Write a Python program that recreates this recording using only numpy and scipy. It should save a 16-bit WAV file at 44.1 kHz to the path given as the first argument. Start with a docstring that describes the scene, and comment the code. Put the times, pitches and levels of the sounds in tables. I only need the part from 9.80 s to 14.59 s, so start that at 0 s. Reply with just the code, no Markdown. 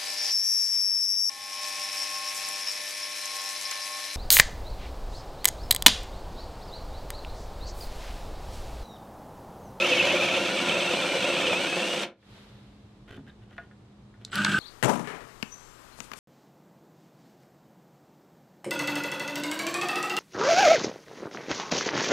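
"""A drill growls and whines as its cutter bores a hinge cup into a wooden door, close by in a workshop.
Each bite drags the motor and its gear tones down; snapping grains make the cut; eased off, it stops dead.
Then a plastic jig scrapes, squeaks and knocks on the door: shaped grains, trembling tones and struck modes.
Last, a driver starts on a hinge screw: howling gear tones, rotor hum, rattle and clicks of the bit.
Low rumble, hum and hiss lie beneath; short reflections surround the tools and hands."""
import sys
import numpy as np
from scipy import signal
from scipy.fft import rfft, irfft
from scipy.io import wavfile

SR = 44100
rng = np.random.default_rng(int(sys.argv[2]) if len(sys.argv) > 2 else 0)


def materialize(psi):
    """Save the field psi as 16-bit PCM at rate SR to the path in sys.argv[1].

    A 1-D psi becomes a single channel; in a 2-D psi each row is a channel.
    """
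    bounded = np.clip(np.atleast_2d(psi).T, -1, 1)
    quanta = np.round(bounded * 32767).astype(np.int16)
    wavfile.write(sys.argv[1], SR, quanta)


N = 211225
TIME = np.arange(N) / SR

# Likeness of left and right over the spectrum. Each row: frequency in Hz, likeness as a share.
LIKENESS = [(160, 1), (600, 0.99), (1200, 0.98), (2500, 0.92), (4500, 0.86), (8000, 0.44), (13000, 0.26)]

IDLE_HZ = 809  # drill motor with no load
FIRM_LOAD = 0.31  # share of idle speed lost under a firm push


def gain_of(db):
    """Decibels to amplitude."""
    return 10 ** (np.asarray(db) / 20)


def evened(x):
    """Scaled to rms 1."""
    return x / np.sqrt(np.mean(x ** 2) + 1e-20)


def read(points, hz):
    """Reads a spectrum table on a log-frequency axis."""
    f, value = np.transpose(points)
    return np.interp(np.log(hz + 1), np.log(f + 1), value)


def ramp(start_s, length_s):
    """Rises from 0 to 1, then holds."""
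    return np.clip((TIME - start_s) / length_s, 0, 1)


def since(start_s):
    """Seconds since a moment, 0 before it."""
    return np.maximum(TIME - start_s, 0)


def swell(s, half_s):
    """A smooth rise and fall around a moment, peak 1."""
    return np.exp(-np.minimum(((TIME - s) / half_s) ** 2, 60))


def drift(rate_hz):
    """Smooth random wander of rms 1; the rate sets where its spectrum falls away."""
    hz = np.fft.rfftfreq(N, 1 / SR)
    return evened(irfft(rfft(rng.standard_normal(N)) * np.exp(-(hz / rate_hz) ** 2), N))


def noise():
    """Two unrelated white noises."""
    return rng.standard_normal((2, N))


def grains(per_s, spread_db):
    """Random tiny snaps of uneven size, unrelated left and right."""
    size = gain_of(spread_db * np.minimum(rng.exponential(1, (2, N)), 4))
    present = rng.random((2, N)) < per_s / SR
    return evened(size * np.sign(noise()) * present)


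def tone(hz, waver_hz, rate_hz):
    """A sine of rms 1 whose pitch trembles."""
    cycles = np.cumsum(hz + waver_hz * drift(rate_hz)) / SR
    return np.sqrt(2) * np.sin(2 * np.pi * (cycles + rng.random()))


def widened(a, b, same):
    """Mixes two unrelated spectra into left and right that are alike by the given share."""
    mid, side = a * np.sqrt(1 + same), b * np.sqrt(1 - same)
    return np.array([mid + side, mid - side])


def coloured(pair, spectrum, resonances=(), diffuse=1):
    """Gives two unrelated drives a spectrum, resonant peaks and stereo width; diffuse = less alike."""
    hz = np.fft.rfftfreq(N, 1 / SR)
    a, b = rfft(pair)
    same = np.clip(read(LIKENESS, hz), 0, 1) ** abs(diffuse)
    shape = gain_of(read(spectrum, hz))
    if len(resonances):
        peaks = sum(gain_of(db) / (1 + 2j * (hz - f) / width) ** 2 for f, width, db in resonances)
        shape = 0.73 * shape + 0.59 * peaks
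    return evened(irfft(widened(a, b, same) * shape, N))


def bursts(rows, waver_hz, rate_hz, rough_db):
    """One rough, trembling tone swells and fades at each row, gliding in pitch if the row says so."""
    levels = np.array([gain_of(db) * swell(s, half_s) for s, db, half_s, *pitch in rows])
    pitches = np.array([hz + sum(glide) * np.clip(TIME - s, -2 * half_s, 2 * half_s)
                        for s, db, half_s, hz, *glide in rows])
    level = levels.sum(0)
    pitch_hz = (pitches * levels).sum(0) / level  # the loudest burst rules the pitch
    return level * evened(tone(pitch_hz, waver_hz, rate_hz) * gain_of(rough_db * drift(rate_hz)))


def add(mix, s, sound):
    """Adds a sound at a time."""
    part = mix[:, round(s * SR):][:, :sound.shape[1]]
    part += sound[:, :part.shape[1]]


def strike(rows, modes, crack, crack_s, width, focus_db):
    """Each blow rings one object's modes and a short noisy crack; its brightness sets which band speaks."""
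    out, t = np.zeros((2, N)), np.arange(SR // 4) / SR
    hz, db, t60 = np.transpose(modes)[:, :, None]
    bins = np.fft.rfftfreq(len(t), 1 / SR) + 1
    for s, level_db, bright_hz in rows:
        phase = 2 * np.pi * rng.random(hz.shape) + width * rng.standard_normal((2, *hz.shape))
        decay = gain_of(db - focus_db * np.log2(hz / bright_hz) ** 2 - 60 * t / t60)
        ring = (decay * np.sin(2 * np.pi * hz * t + phase)).sum(1)
        contact = rng.standard_normal(len(t)) + width * rng.standard_normal((2, len(t)))
        band = gain_of(-focus_db * np.log2(bins / bright_hz) ** 2)
        contact = evened(irfft(rfft(contact) * band, len(t)))
        blow = ring / abs(ring).max() + crack * contact * np.exp(-t / crack_s)
        blow = blow * (1 - np.exp(-t / 0.000098))  # soften the very first edge
        add(out, s, gain_of(level_db) * blow / abs(blow).max())
    return out


def workshop():
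    """Low rumble and a wavering hum come up at about 2.4 s; a soft hiss swells and fades."""
    # Rumble spectrum. Each row: frequency in Hz, density in dB per Hz.
    air = [(15, -58), (25, -26.5), (54, -7), (82, -12), (119, 0), (151, -13), (208, -12.5), (257, -14.5),
           (293, -15), (666, -25.5), (722, -24.5), (1260, -30.5), (1470, -34), (8930, -48.5),
           (14000, -83.5)]
    # Hum tones. Each row: frequency in Hz, level in dB before the trim below.
    hum_tones = [(107, -62.5), (205, -57.5)]
    # Hiss spectrum. Each row: frequency in Hz, density in dB per Hz.
    hiss = [(240, -28), (400, -1.5), (747, -7), (829, -7), (2250, -8.5), (2420, -10), (3840, -7.5),
            (6090, -21), (12600, -29.5), (14000, -34.5)]
    room_db, room_start_s, room_rise_s, room_under_db = -53, 2.374, 0.12, -17.5
    hiss_start_s, hiss_rise_s, hiss_db, hiss_fade_s, hiss_rest_db = 2.307, 0.26, -55.5, 0.21, -70
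    hum_trim_db = -1.0

    level = gain_of(room_under_db * (1 - ramp(room_start_s, room_rise_s)))
    hum = sum(gain_of(db + hum_trim_db) * tone(hz, 2.534, 14.2) for hz, db in hum_tones)
    rumble = gain_of(room_db) * coloured(noise(), air, diffuse=34.0)
    fade = np.exp(-since(hiss_start_s + hiss_rise_s) / hiss_fade_s)
    passing = gain_of(hiss_db) * ramp(hiss_start_s, hiss_rise_s) ** 2 * fade
    hiss_level = passing + gain_of(hiss_rest_db) * level
    return (rumble + hum) * level + coloured(noise(), hiss, diffuse=24.0) * hiss_level


def walls(x):
    """Dense reflections, each band dying at its own speed, most alike left and right in the bass."""
    # Decay of the room. Each row: frequency in Hz, time to fall by 60 dB in seconds.
    decay_times = [(150, 0.56), (600, 0.25), (2500, 0.21), (6000, 0.181), (12000, 0.13)]
    taps = rng.standard_normal((2, SR // 2)) * (rng.random((2, SR // 2)) < .08)
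    taps[:, :round(.004 * SR)] = 0  # gap in seconds before the first reflection
    hz, t, (a, b) = signal.stft(taps, SR, nperseg=256)
    same = np.clip(read(LIKENESS, hz), 0, 1)[:, None] ** 3
    bands = widened(a, b, same) * gain_of(-60 * t / read(decay_times, hz)[:, None])
    tail = signal.istft(bands, SR, nperseg=256)[1]
    return signal.fftconvolve(x, tail / np.linalg.norm(tail[0]), axes=1)[:, :N]


def bench_bumps():
    """The door bumps on the bench: soft, low blows ring the bench modes."""
    # Bumps. Each row: time in seconds, peak in dB, brightest frequency in Hz.
    bumps = [(3.380, -35, 290), (3.394, -39, 300), (3.409, -43, 280)]
    # Bench modes. Each row: frequency in Hz, relative level in dB, time to fall by 60 dB in seconds.
    bench = [(141, 8.5, 0.15), (228, 2.5, 0.14), (276, 8, 0.048), (390, -3, .09), (520, -15, .06)]
    return strike(bumps, bench, crack=0.11, crack_s=0.0084, width=.05, focus_db=5.0)


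def jig_scrape():
    """The jig slides under the hands: sparse grains ring its hollow while a stroke lasts."""
    # Strokes. Each row: start in seconds, length in seconds, level in dB.
    slides = [(3.27, 0.089, -50), (3.455, 0.033, -55), (3.605, 0.029, -59.5), (3.685, 0.056, -59.5),
              (3.746, 0.1, -63), (4.39, 0.16, -60)]
    # Scrape spectrum. Each row: frequency in Hz, density in dB per Hz.
    scrape = [(240, 3), (400, 1.5), (829, -8.5), (891, -11), (1440, -6), (2170, -8.5), (3100, -9),
              (4200, -17.5), (5120, -25), (6500, -26), (8000, -30), (13000, -35)]
    # Hollow ring of the jig. Each row: frequency in Hz, width in Hz, level in dB.
    hollow = [(1508, 280, -5), (1912, 190, -8), (3040, 450, -14)]
    attack_s, release_s = 0.02, 0.018
    strokes = sum(gain_of(db) * ramp(s, attack_s) * np.exp(-since(s + length) / release_s)
                  for s, length, db in slides)
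    return coloured(grains(870, 2.6), scrape, hollow, diffuse=2.4) * strokes * gain_of(2.0 * drift(90))


def jig_squeak():
    """Plastic sticks and slips on the door for a moment: rough tones with a trembling pitch."""
    # Squeak tones. Each row: frequency in Hz, level in dB.
    squeak_tones = [(1650, -61), (3700, -69)]
    start_s, length_s = 3.474, 0.029
    level = ramp(start_s, 0.0032) * np.exp(-since(start_s + length_s) / 0.0068)
    return level * sum(gain_of(db + 5.2 * drift(120)) * tone(hz, 0.049 * hz, 416) for hz, db in squeak_tones)


def jig_knocks():
    """The jig knocks on the door: each contact rings the plastic's modes."""
    # Knocks. Each row: time in seconds, peak in dB, brightest frequency in Hz.
    knocks = [(2.427, -53.5, 2200), (3.282, -46, 1515), (3.295, -51, 3070), (3.367, -52, 7040),
              (3.374, -45, 1410), (3.712, -48, 1500), (3.7805, -28, 1870), (3.786, -33, 1250),
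              (3.798, -44, 1690), (3.912, -45.5, 1990), (4.34, -50, 1782)]
    # Modes of the jig on the door. Each row: frequency in Hz, relative level in dB, 60 dB decay in seconds.
    jig = [(681, 19, 0.067), (827, 0, 0.071), (1074, 3, 0.038), (1243, -2, 0.064), (1450, 5, 0.049),
           (1660, -3, 0.063), (1820, 2, 0.04), (2040, -3, 0.047), (2350, -3, 0.027), (2800, -11, 0.027),
           (3460, -3, 0.048)]
    return strike(knocks, jig, crack=0.39, crack_s=0.0021, width=0.27, focus_db=13)


def handling():
    """Hands shift the jig on the door, and the door bumps on the bench."""
    return jig_scrape() + jig_squeak() + jig_knocks() + bench_bumps()


def bit_clicks():
    """The bit clicks in the screw head: hard blows ring the steel very briefly."""
    # Clicks. Each row: time in seconds, peak in dB, brightest frequency in Hz.
    clicks = [(4.4495, -23, 5000), (4.518, -33, 3200), (4.5555, -20.5, 3800), (4.5558, -25, 10300),
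              (4.6472, -10, 5060), (4.6478, -16, 2600), (4.6488, -11.5, 1500)]
    # Modes of bit and hinge. Each row: frequency in Hz, relative level in dB, 60 dB decay in seconds.
    steel = [(1430, -2, 0.016), (2920, -21, .014), (3590, 2, 0.015), (4100, 9.5, 0.0082),
             (5430, -10, 0.029), (6000, -1, 0.016), (7350, -24, 0.011), (8660, -16, .014),
             (10940, 5, 0.017)]
    return strike(clicks, steel, crack=0.67, crack_s=0.0018, width=0.49, focus_db=14.5)


def driver_whistle():
    """The speed controller whistles, one note for each trigger step."""
    # Trigger steps. Each row: start in seconds, pitch in Hz, level in dB.
    trigger_steps = [(4.512, 7970, -56.5), (4.668, 7800, -51)]
    step_s, step_hz, step_db = np.transpose(trigger_steps)
    step = np.maximum(np.searchsorted(step_s, TIME) - 1, 0)
    return gain_of(step_db[step]) * tone(step_hz[step], 23.9, 30.3)


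def driver_rotor(speed, start_s):
    """The rotor hums in tones tied to its speed, dipping as the bit unseats once a turn."""
    # Rotor tones. Each row: frequency at full speed in Hz, relative level in dB.
    rotor_tones = [(104, -20), (154, -2.5), (204.6, 5.5), (231, -4.5), (307, -4), (614, -10)]
    level_db, delay_s, attack_s = -32, 0.035, 0.023
    dip_s, dip_rate_hz, dip_depth = 4.585, 22.2, 0.59  # moment of a dip, dips per second, share lost
    hum = evened(sum(gain_of(db) * tone(hz * speed, 0.0259 * hz, 55.4) for hz, db in rotor_tones))
    seated = 1 - dip_depth * np.cos(np.pi * dip_rate_hz * (TIME - dip_s)) ** 4
    return hum * seated * gain_of(level_db + 1.8 * drift(42)) * ramp(start_s + delay_s, attack_s)


def driver_rattle(speed, howl):
    """Dense grains pulse once per rotor turn, louder when the screw binds and fluttering at random."""
    # Rattle spectrum. Each row: frequency in Hz, density in dB per Hz.
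    rattle = [(53, -51), (100, -5.5), (210, -16), (400, -15), (603, -26), (714, -22), (901, -16),
              (1070, -24), (1210, -12.5), (1500, -4), (2010, -19.5), (2760, -11.5), (5910, -28.5),
              (7950, -28.5), (14100, -46.5)]
    level_db, bind_db, flutter_db = -32, 1.5, 1.5
    turn = np.cumsum(204.6 * speed) / SR % 1  # position within a turn; full-speed rate in Hz
    pulsed = grains(9000, 0.96) * (1.0 + np.exp(-turn / 0.14))
    level = gain_of(level_db + bind_db * howl / howl.max() + flutter_db * drift(88))
    return level * coloured(pulsed, rattle)


def driving():
    """The driver comes in at about 70% speed and climbs quickly; its gears howl whenever the screw binds."""
    # Gear tones. Each row: frequency at full speed in Hz, relative level in dB.
    gear_tones = [(1244, -4.5), (1305, -6), (1424, -20), (1486, -5), (1534, 6.5), (1583, -2), (1635, -0.5)]
    # Surges as the screw binds. 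Each row: time in seconds, level in dB, half-length in seconds.
    surges = [(4.54, -32, 0.0046), (4.596, -28, .015), (4.627, -36, 0.0047), (4.668, -24.5, .0037),
              (4.682, -26.5, 0.0065), (4.749, -24, 0.01), (4.779, -29, 0.025)]
    start_s, climb_s, start_slow = 4.512, .018, 0.24  # start_slow: share of full speed, soon made up
    creep_per_s = .17  # share of full speed gained per second
    calm_db, attack_s = -37, 0.016  # gears between surges; build-up of gears and rattle

    running = since(start_s)
    speed = 1 - start_slow * np.exp(-running / climb_s) - creep_per_s * (running[-1] - running)
    howl = gain_of(calm_db) + sum(gain_of(db) * np.exp(-((TIME - s) / half_s) ** 2) for s, db, half_s in surges)
    gears = howl * evened(sum(gain_of(db) * tone(hz * speed, 9, 70) for hz, db in gear_tones))
    build_up = (1 - np.exp(-running / attack_s)) ** 2
    geared = (gears + driver_rattle(speed, howl)) * build_up
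    return geared + driver_rotor(speed, start_s) + driver_whistle() * (running > 0)


def drill_controller(motor_hz, braked):
    """The speed controller's switching tone and its motor-spaced sidebands rise slowly, then cut out."""
    # Switching tone: frequency in Hz, full level in dB.
    switch_hz, switch_db = (7927, -57)
    # Sidebands. Each row: distance in motor frequencies, full level in dB.
    sidebands = [(0.98, -52.5), (-1, -81)]
    carrier = gain_of(switch_db) * tone(switch_hz, 1.5, 30)
    sides = sum(gain_of(db + 2 * drift(39.85)) * tone(switch_hz + k * motor_hz, 2.7, 60) for k, db in sidebands)
    return (carrier + sides) * ramp(0, .85) ** 2 * gain_of(-900 * braked)


def cutting():
    """The motor frequency between bites, and the share of it that the cutter's lips take as they bite."""
    # How hard the drill is pushed. Each row: time in seconds, motor frequency between bites in Hz.
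    feed = [(0.0, 487), (0.015, 532), (0.04, 523), (0.09, 453), (0.17, 454), (0.24, 431), (0.33, 426),
            (0.39, 528), (0.53, 530), (0.64, 553), (0.73, 584), (0.83, 565), (0.93, 553), (1.1, 556),
            (1.19, 600), (1.29, 605), (1.41, 570), (1.59, 533), (1.77, 511), (1.825, 607), (1.9, 650),
            (1.98, 685), (2.08, 714), (2.2, 723)]
    # Bites of a cutter lip. Each row: time in seconds, share of speed lost, half-length in seconds.
    bites = [(0.064, 0.136, 0.013), (0.13, 0.193, 0.018), (0.204, 0.179, 0.016), (0.282, 0.127, 0.022),
             (0.379, 0.147, 0.008), (0.414, 0.106, 0.009), (0.454, 0.169, 0.011), (0.498, 0.184, 0.017),
             (0.565, 0.274, 0.015), (0.676, 0.206, 0.015), (0.785, 0.227, 0.017), (0.854, 0.06, 0.01),
             (0.901, 0.209, 0.017), (0.959, 0.092, 0.017), (1.014, 0.22, 0.014), (1.076, 0.06, 0.014),
             (1.125, 0.158, 0.014), (1.233, 0.173, 0.016), (1.437, 0.188, 0.015), (1.498, 0.049, 0.012),
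             (1.553, 0.257, 0.017), (1.612, 0.166, 0.017), (1.677, 0.252, 0.014), (1.738, 0.077, 0.011),
             (1.851, 0.097, 0.017), (1.934, 0.045, 0.023), (2.026, 0.033, 0.019), (2.25, 0.156, 0.031)]
    s, hz = np.transpose(feed)
    drag = sum(share * swell(bite_s, half_s) for bite_s, share, half_s in bites)
    return np.interp(TIME, s, hz), drag


def door_thump(load, braked):
    """Deep thumping of the door, strong only under a firm push."""
    # Thump spectrum. Each row: frequency in Hz, density in dB per Hz.
    thump = [(30, -34), (62, -20), (100, 3), (125, -4), (220, -28.5), (500, -90.5)]
    firmness = np.clip(load / FIRM_LOAD, 0, 1) ** 2
    return coloured(noise(), thump) * firmness * gain_of(-55 - 314 * braked)


def door_drum(motor_hz, flutter):
    """Snapping fibres drum the clamped door; the motor's hum rings it wherever it meets a resonance."""
    # Cut heard through the door. 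Each row: frequency in Hz, density in dB per Hz.
    door = [(59, -36.5), (100, -24.5), (135, -26.5), (161, -7), (254, -7.5), (351, -1), (389, -8.5),
            (537, 0), (611, -5.5), (661, -3.5), (856, -10), (1280, -13), (1380, -10.5), (1980, -15.5),
            (2200, -9.5), (2860, -28), (4840, -120)]
    # Ringing of the door. Each row: frequency in Hz, width in Hz, level in dB.
    panel = [(180, 35, -11), (217.3, 25, -11), (353, 41, -9), (542, 110, -6), (657.6, 31, -7.5),
             (980, 180, -17), (1395, 40, -11.5)]
    # Shaking of the drill. Each row: multiple of the motor frequency, relative level in dB.
    shaft = [(.25, -23.5), (.335, -26)]
    motor_db = -7.5
    shake = sum(gain_of(db) * tone(k * motor_hz, 11.0, 47.9) for k, db in shaft)
    ringing = sum(gain_of(db) / (1 + (2 * (motor_hz - hz) / width) ** 2) for hz, width, db in panel)
    shake = shake + gain_of(motor_db) * ringing * tone(motor_hz, 6, 50)
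    return 1.192 * coloured(grains(3500, 1.0) * flutter, door, panel) + shake


def door_judder():
    """The door judders under the cutter in low trembling tones."""
    # Judders. Each row: time in seconds, level in dB, half-length in seconds, pitch in Hz.
    judders = [(.024, -27.5, 0.013, 527.5), (.122, -28, 0.015, 525.4), (.169, -30.5, 0.0078, 526.5),
               (.252, -22.5, 0.011, 535), (.345, -25, .011, 551.8), (.408, -29, 0.014, 599.3),
               (.515, -31, 0.027, 656), (.574, -25.5, 0.013, 555), (.76, -33.5, 0.025, 532.6),
               (.96, -32.5, 0.033, 560), (1.362, -28.5, .012, 530), (1.473, -28.5, .011, 531),
               (1.56, -33, .022, 560), (1.67, -33.5, 0.018, 345), (1.705, -31, .016, 555),
               (1.742, -33, .016, 652)]
    return bursts(judders, waver_hz=27.6, rate_hz=130, rough_db=2.0)


def wood_tearing(flutter):
    """Fibres snap at the cutter's edge: fluttering grains."""
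    # Cutter spectrum. Each row: frequency in Hz, density in dB per Hz.
    cutter = [(1120, -37.5), (1900, -6.5), (2020, -20), (2290, -3.5), (2580, 0), (3470, -2.5), (4590, -15),
              (5000, -34.5), (6500, -35.5), (11000, -120)]
    return coloured(grains(3500, 2.1) * flutter, cutter)


def flying_chips():
    """Chips crackle brightly: denser grains in the treble."""
    # Chip spectrum. Each row: frequency in Hz, density in dB per Hz.
    chips = [(2650, -14.5), (4500, -1), (6220, -1), (7150, -6.5), (8560, -10.5), (12500, -18.5),
             (14100, -31)]
    return coloured(grains(7000, 1.8), chips)


def gear_whine(motor_hz, load):
    """Gear teeth mesh unevenly: multiples of the motor frequency flutter through the housing's resonances."""
    # Whines. Each row: multiple of the motor frequency, dB under a firm push before the housing,
    # dB more per unit of load.
    mesh = [(2.58, 1, 0), (4, -1.5, -16), (5, .5, 26), (6, -12, 0), (7, .5, 18), (8, -4.5, 10), (10, -9, 0)]
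    # What the drill's housing lets out. Each row: frequency in Hz, level in dB.
    housing = [(1100, -16), (1380, -4), (1560, -12), (1750, -10.5), (2000, -17), (2220, -4.5), (2400, 2),
               (2600, 2), (2810, -1), (3050, -3.5), (3550, -3.5), (3800, -9.5), (4200, -8), (5000, -22),
               (8000, -13.5)]
    whine = 0
    for k, db, by_load in mesh:
        level_db = db + by_load * (load - FIRM_LOAD) + read(housing, k * motor_hz) + 2.8 * drift(70)
        whine = whine + gain_of(level_db) * tone(k * motor_hz, 3.3 * k, 200)
    return whine


def loaded_gear_whine_bursts():
    """Heavily loaded gears whine in gliding bursts, ringing the drill's housing near 2600 Hz."""
    # Loaded gear whine bursts. Each row: time in seconds, level in dB, half-length in seconds,
    # pitch in Hz, glide in Hz per s.
    whine_bursts = [(.024, -26, .014, 2596, 0), (.054, -24, .012, 2730, -9000),
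                    (.133, -24, 0.023, 2605, -4500), (.207, -26, 0.022, 2590, -5000),
                    (.248, -29, 0.00894, 2350, -2000), (.279, -28.5, .01, 2590, -7000),
                    (.305, -25.5, 0.014, 2570, 9001), (.367, -28, 0.0094, 2570, -9000),
                    (.436, -29.5, 0.012, 2570, -8000)]
    return bursts(whine_bursts, waver_hz=85, rate_hz=300, rough_db=2.5)


def boring():
    """Each bite loads the motor: fibres snap, the door drums, and the gear and motor tones sag together."""
    # Each level: dB when idle, dB more at a stall, dB more per unit of drag.
    door_level, cutter_level, chips_level = (-34.5, 6.8, 0), (-34, 0.9, 14), (-41.5, 2, 4.3)
    # Gear whine level: dB when idle, dB more at a stall, dB more per unit of drag.
    gear_level = (-38.6, 5, 15)
    release_s, slack_s, slack_db_per_s = 2.233, 2.12, 170  # brake catches; push eases and gears fade
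    entry_db, gear_entry_db, entry_s = 3, 3, 0.48  # shrillest until the cutter has sunk in
    flutter_turns, flutter_depth = .16, 0.22  # cycles per motor cycle, share

    free_hz, drag = cutting()
    braked = since(release_s)  # seconds since the brake caught
    motor_hz = free_hz * (1 - drag) * (1 + 0.0037 * drift(70)) * np.exp(-braked / 0.2)
    load = 1 - free_hz / IDLE_HZ
    door_db, cutter_db, chips_db, gear_db = (
        idle + by_load * load + by_drag * drag
        for idle, by_load, by_drag in (door_level, cutter_level, chips_level, gear_level))
    entry = np.exp(-(TIME / entry_s) ** 2)
    tear_db = 1.0 * drift(60)  # uneven grain of the wood
    # the cut flutters in step with the gearbox
    flutter = 1 + flutter_depth * np.cos(2 * np.pi * np.cumsum(flutter_turns * motor_hz) / SR)

    door_db = door_db + 0.12 * entry_db * entry + tear_db + 0.89 * drift(30)
    cutter_db = cutter_db + entry_db * entry + 0.48 * tear_db
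    chips_db = chips_db + 0.82 * entry_db * entry + 1.1 * tear_db
    gear_db = gear_db + gear_entry_db * entry - slack_db_per_s * since(slack_s)
    # after the brake catches, each layer falls at its own rate in dB per second
    door = door_drum(motor_hz, flutter) * gain_of(door_db - 314 * braked)
    cutter = wood_tearing(flutter) * gain_of(cutter_db - 430 * braked)
    chips = flying_chips() * gain_of(chips_db - 580 * braked)
    gears = gear_whine(motor_hz, load) * gain_of(gear_db - 460 * braked)
    wood = door + door_thump(load, braked) + door_judder() + cutter + chips
    return wood + gears + loaded_gear_whine_bursts() + drill_controller(motor_hz, braked)


def scene():
    """The tools and hands close by, their reflections and the workshop around them."""
    tools = boring() + driving() + bit_clicks()
    hands = handling()
    reflections = walls(gain_of(-13.5) * tools + gain_of(-11.5) * hands)
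    balance = gain_of([[-.15], [.15]])  # leans slightly to the right
    return (tools + hands + reflections + workshop()) * balance


def record(dry):
    """A steep low-pass filter closes off the top of the treble."""
    edge_hz = 14300
    low_pass = signal.firwin(255, edge_hz, window=("kaiser", 8), fs=SR)
    return signal.oaconvolve(dry, low_pass[None], "same")


dry = scene()
out = record(dry)
materialize(out)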